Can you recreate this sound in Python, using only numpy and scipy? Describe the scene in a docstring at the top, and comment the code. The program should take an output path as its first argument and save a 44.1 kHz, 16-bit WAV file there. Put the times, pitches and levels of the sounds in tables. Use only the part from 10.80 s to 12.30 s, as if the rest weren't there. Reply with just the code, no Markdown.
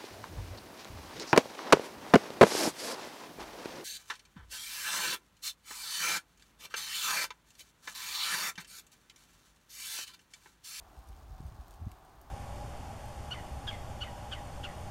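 """An ice-coated tree stirs in a light winter wind. From the start there is a thin hiss and a far,
steady rush, likely tyres on a road. The ice begins to tick and crackle, most while the branches sway,
and swirls of air bump softly against the microphone. A sharp snap comes at 0.9 s and the biggest
bump just after 1 s. Then the crackle thins out, and one last snap stands clear at 1.4 s."""
import sys
import numpy as np
from scipy import signal
from scipy.fft import rfft, irfft
from scipy.io import wavfile
from scipy.ndimage import uniform_filter1d

SR = 44100
rng = np.random.default_rng(int(sys.argv[2]) if len(sys.argv) > 2 else 0)


def waveform_to_disk(signal):
    """Save audio, clipped to [-1, 1], as 16-bit WAV at the path in sys.argv[1]."""
    frames = np.transpose(np.atleast_2d(signal))
    scaled = np.clip(frames, -1, 1) * 32767
    samples = np.round(scaled).astype(np.int16)
    wavfile.write(sys.argv[1], SR, samples)


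N = 66150  # 1.5 seconds


def undb(db):
    """Turn decibels into a number to multiply a sound by."""
    return 10 ** (np.asarray(db) / 20)


def level(x, db):
    """Set a sound's average (rms) level."""
    return x * undb(db) / np.sqrt(np.mean(x ** 2))


def curve(points):
    """Draw a volume curve through (time_s, level_db) points."""
    return undb(np.interp(np.arange(N) / SR, *np.array(points).T))


def colour(x, points):
    """Turn a sound's low and high parts up or down, following (pitch_hz, gain_db) points."""
    hz, db = np.array(points).T
    log_hz = np.log(np.fft.rfftfreq(N, 1 / SR) + 1)
    return irfft(rfft(x) * undb(np.interp(log_hz, np.log(hz), db)), N)


def cut(x, side, hz, order):
    """Keep the "low" or "high" side of a pitch; a higher order cuts more steeply."""
    return signal.sosfilt(signal.butter(order, hz, side, fs=SR, output="sos"), x)


def wander(per_s):
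    """A smooth random drift, about 1 in size."""
    hold = int(SR / per_s)
    steps = np.repeat(rng.standard_normal(N // hold + 1), hold)
    return level(uniform_filter1d(steps, hold)[:N], 0)


def add(out, start_s, sound):
    """Mix a sound in at the given time."""
    part = out[int(start_s * SR):][:len(sound)]
    part += sound[:len(part)]


# The tone of the hiss: pitch_hz, gain_db
HISS_TONE = [(300, -2), (2000, 3.5), (3500, 1.5), (5000, -2.5), (9000, -4.5), (15500, -8)]

def hiss():
    """A thin, even hiss lies behind everything."""
    return level(colour(rng.standard_normal(N), HISS_TONE), -69.5)


# The tone of the far road: pitch_hz, gain_db
ROAD_TONE = [(60, -2.5), (150, -6.5), (230, -7.5), (310, -2.5), (420, -7), (520, -9.5), (640, -3), (740, 1),
             (830, -0.5), (950, -4.5), (1100, -3.5), (1400, -10.5), (1700, -13), (2100, -28.5), (4000, -48)]
# How a faint note in the rush comes and goes: time_s, level_db
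WHINE_LEVELS = [(0, -77), (.3, -70), (.6, -66.5), (.75, -82), (1.15, -73), (1.5, -80)]

def far_road():
    """Far tyres blur into a barely wavering rush, with a faint whine that drifts in pitch."""
    rush = level(colour(rng.standard_normal(N), ROAD_TONE), -60)
    waver = undb(-0.5 * wander(per_s=5.3))
    whine_hz = 765 + 9.06 * wander(per_s=25)
    whine = level(np.sin(2 * np.pi * np.cumsum(whine_hz) / SR), 0)
    return rush * waver + whine * curve(WHINE_LEVELS)


# The tone of the wind's rumble: pitch_hz, gain_db
RUMBLE_TONE = [(20, -21), (35, -2), (55, 2), (75, -1), (110, -11.5), (180, -18.5), (400, -41), (900, -78)]
# How the rumble rises and falls: time_s, level_db
RUMBLE_LEVELS = [(0, -57), (.12, -64.5), (.3, -58.5), (.55, -50.5), (.7, -55.5), (.92, -58), (1.08, -44.5),
                 (1.18, -63), (1.35, -62), (1.5, -56.5)]

def wind_rumble():
    """Light wind makes a soft, deep rumble on the microphone."""
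    return level(colour(rng.standard_normal(N), RUMBLE_TONE), 0) * curve(RUMBLE_LEVELS)


# Thumps from swirls of air hitting the microphone: start_s, strength_db, pitch_hz, decay_ms, churn_db
# (churn is the rough flutter inside a thump; its level is counted from the thump's strength)
THUMPS = [(0.169, -43, 65, 13, -16.5), (0.286, -41, 65, 10.6, -16), (.428, -50.5, 60.5, 30, -18),
          (.4965, -41.5, 86, 6.9, -25), (0.525, -43, 62, 5, -18), (0.6007, -40, 130, 3.1, -5.5),
          (.624, -44, 160, 7.2, -14), (0.647, -35, 77.6, 8, -12), (0.676, -39, 60.5, 5.8, -17),
          (0.715, -43.5, 114, 5.7, -21), (.741, -45, 73, 8.3, -12), (0.787, -37, 63, 8.1, -16.5),
          (0.887, -45, 48, 6.3, -20), (0.933, -49, 59, 9, -17), (.997, -46, 127, 2, -22),
          (1.0094, -37, 95.5, 12.3, -16), (1.0638, -28, 89.8, 4.8, -12), (1.115, -46, 53, 8.1, -16)]

def wind_bumps(sag_share=0.21, sag_ms=30):
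    """Each swirl makes a soft, low thump on the microphone that swells, sinks in pitch and dies away."""
    t, thumps = np.arange(N) / SR, np.zeros(N)
    noise = rng.standard_normal(N)
    for start_s, strength_db, pitch_hz, decay_ms, churn_db in THUMPS:
        age_ms = np.maximum(t - start_s, 0) * 1000
        sinking_hz = pitch_hz * (1 - sag_share * (1 - np.exp(-age_ms / sag_ms))) * (age_ms > 0)
        low_note = np.sin(2 * np.pi * np.cumsum(sinking_hz) / SR)
        swell = age_ms / decay_ms * np.exp(1 - age_ms / decay_ms)
        churn = level(cut(noise, "low", 2.82 * pitch_hz, order=6), churn_db)
        thumps += undb(strength_db) * swell * (swell * churn - low_note)
    smoothed = cut(thumps, "low", hz=380, order=4)
    return cut(smoothed, "high", hz=28, order=2)


def twig_echo(x, echo_db=-6.5, decay_s=0.014):
    """Nearby twigs add a short, faint echo, different for every spot in the tree."""
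    t = np.arange(len(x)) / SR
    tail = rng.standard_normal(len(x)) * np.exp(-t / decay_s)
    echo = signal.fftconvolve(x, tail / np.linalg.norm(tail))[:len(x)]
    return x + undb(echo_db) * echo


def ice_snap(decay_ms, low_cut_hz, ring_hz, ring_gain, rise_ms=0.72, ring_width_hz=1800):
    """A dying run of tiny breaks makes one piece of ice ring briefly at its own pitch."""
    age_ms = np.arange(3072) / SR * 1000
    shape = (1 - np.exp(-age_ms / rise_ms)) * np.exp(-age_ms / decay_ms)
    push_or_pull = rng.choice([-1, 1], len(shape))
    sizes_db = 6 * rng.standard_normal(len(shape))
    breaks = shape * push_or_pull * undb(sizes_db)
    ring = signal.lfilter(*signal.iirpeak(ring_hz, ring_hz / ring_width_hz, fs=SR), breaks)
    tick = cut(breaks + ring_gain * ring, "high", low_cut_hz, order=2)
    tick *= np.linalg.norm(shape / shape.max()) / np.linalg.norm(tick)  # about 1 at its loudest
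    return twig_echo(tick)


# The tone of the fine crackle: pitch_hz, gain_db
CRACKLE_TONE = [(1200, -13), (2500, -8), (4200, 6), (6500, 2), (9000, 0.5), (15500, -1.5)]
# How the swaying branches turn the crackle up and down: time_s, gain_db
BRANCH_SWAY = [(0, -8), (.1, -3), (.18, 0.5), (.24, -4), (.3, -1), (.4, -1), (.5, 0), (.6, -0.5),
               (.68, 1.5), (.76, -0.5), (.82, 0), (.93, 0), (1.0, -4), (1.13, -0.5), (1.2, -7), (1.5, -4.5)]

def fine_crackle(twig_count=80, snaps_per_s=480, spread_db=2.5):
    """Icy twigs all over the tree snap faintly, each at its own pitch, louder as the branches sway."""
    twigs = [ice_snap(decay_ms=0.6, low_cut_hz=1480, ring_hz=hz, ring_gain=0.97)
             for hz in rng.uniform(3070, 11200, twig_count)]
    which_twig = rng.integers(twig_count, size=N)
    sizes = undb(spread_db * np.minimum(rng.standard_normal(N), 2))  # capped so none sticks out
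    out = np.zeros(N)
    for i in np.flatnonzero(rng.random(N) < snaps_per_s / SR):
        add(out, i / SR, sizes[i] * twigs[which_twig[i]])
    return level(colour(out, CRACKLE_TONE), -72.5) * curve(BRANCH_SWAY)


# Single cracks in the ice: start_s, strength_db, decay_ms, low_cut_hz, ring_hz, ring_gain
NEAR_CRACKS = [(.1475, -66, .4, 3500, 7750, .3), (0.167, -63, .66, 3000, 7900, .5),
               (.190, -63, 1.8, 1800, 8800, .8), (.241, -60, 0.3, 4000, 8500, .2),
               (.2733, -63, 1.8, 4500, 9200, 0.66), (0.286, -61, 5.8, 4020, 10800, 0.7),
               (0.325, -67, 1.1, 4000, 12500, .3), (.329, -68, 1.6, 2190, 3270, 1.8),
               (.3645, -64.5, 1.2, 2980, 6450, 0.76), (0.5798, -65, 4.1, 2800, 15000, .5),
               (.6053, -62, 1, 4000, 5100, 3.5), (0.6163, -65, 1.7, 3500, 8530, 1.8),
               (.6435, -65.5, 2, 6000, 8550, .6), (0.664, -62, 2.6, 4500, 15000, .8),
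               (0.675, -66, .9, 3000, 6000, .3), (.722, -67, 1.4, 2980, 4050, 1.3),
               (.810, -66, 6.1, 3000, 4700, 0.55), (0.847, -66, 0.85, 4000, 6550, .6),
               (0.8819, -54, .45, 4620, 13800, 1.7), (0.9089, -49, 0.22, 4700, 9600, .1),
               (0.9143, -65, 1.4, 2010, 8300, .7), (0.917, -64.5, .9, 5000, 7000, .6),
               (.929, -65, 1.6, 2300, 5000, 1.2), (0.939, -60, 1.1, 2480, 6200, .8),
               (.945, -59, 0.84, 4470, 7670, .5), (1.1161, -54, 1.9, 2220, 12100, 0.71),
               (1.249, -61, 1.3, 5550, 8800, .8), (1.294, -63, 1.3, 3500, 3190, .3),
               (1.4146, -50, 0.61, 5450, 13600, 1)]
# The tone these cracks share: pitch_hz, gain_db
ICE_TONE = [(1200, -6), (2700, 10.5), (4300, 0.5), (6500, 1), (9000, 1.5), (13000, -2.5), (15800, -8)]

def near_cracks(boost_db=1):
    """The ice on the nearer branches breaks in louder, separate snaps."""
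    out = np.zeros(N)
    for start_s, strength_db, decay_ms, low_cut_hz, ring_hz, ring_gain in NEAR_CRACKS:
        snap = ice_snap(decay_ms, low_cut_hz, ring_hz, ring_gain)
        add(out, start_s, undb(strength_db + boost_db) * snap)
    return colour(out, ICE_TONE)


def scene():
    """Road, hiss, wind and ice all meet at one microphone."""
    return (far_road() + hiss() + wind_bumps() + wind_rumble() + near_cracks() + fine_crackle())[None]


# Narrow bands of treble that the microphone picks up less well: pitch_hz, width_hz, gain_db
TREBLE_DIPS = [(7680, 360, -3.5), (10400, 470, -4.5)]

def record(dry, top_hz=16000):
    """The microphone softens two narrow bands of treble and loses the very highest sounds."""
    count = dry.shape[-1]
    hz = np.fft.rfftfreq(count, 1 / SR)
    dips_db = sum(gain_db * np.exp(-.5 * ((hz - pitch_hz) / width_hz) ** 2)
                  for pitch_hz, width_hz, gain_db in TREBLE_DIPS)
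    return irfft(rfft(dry) * undb(dips_db) * (hz < top_hz), count)


dry = scene()
out = record(dry)
waveform_to_disk(out)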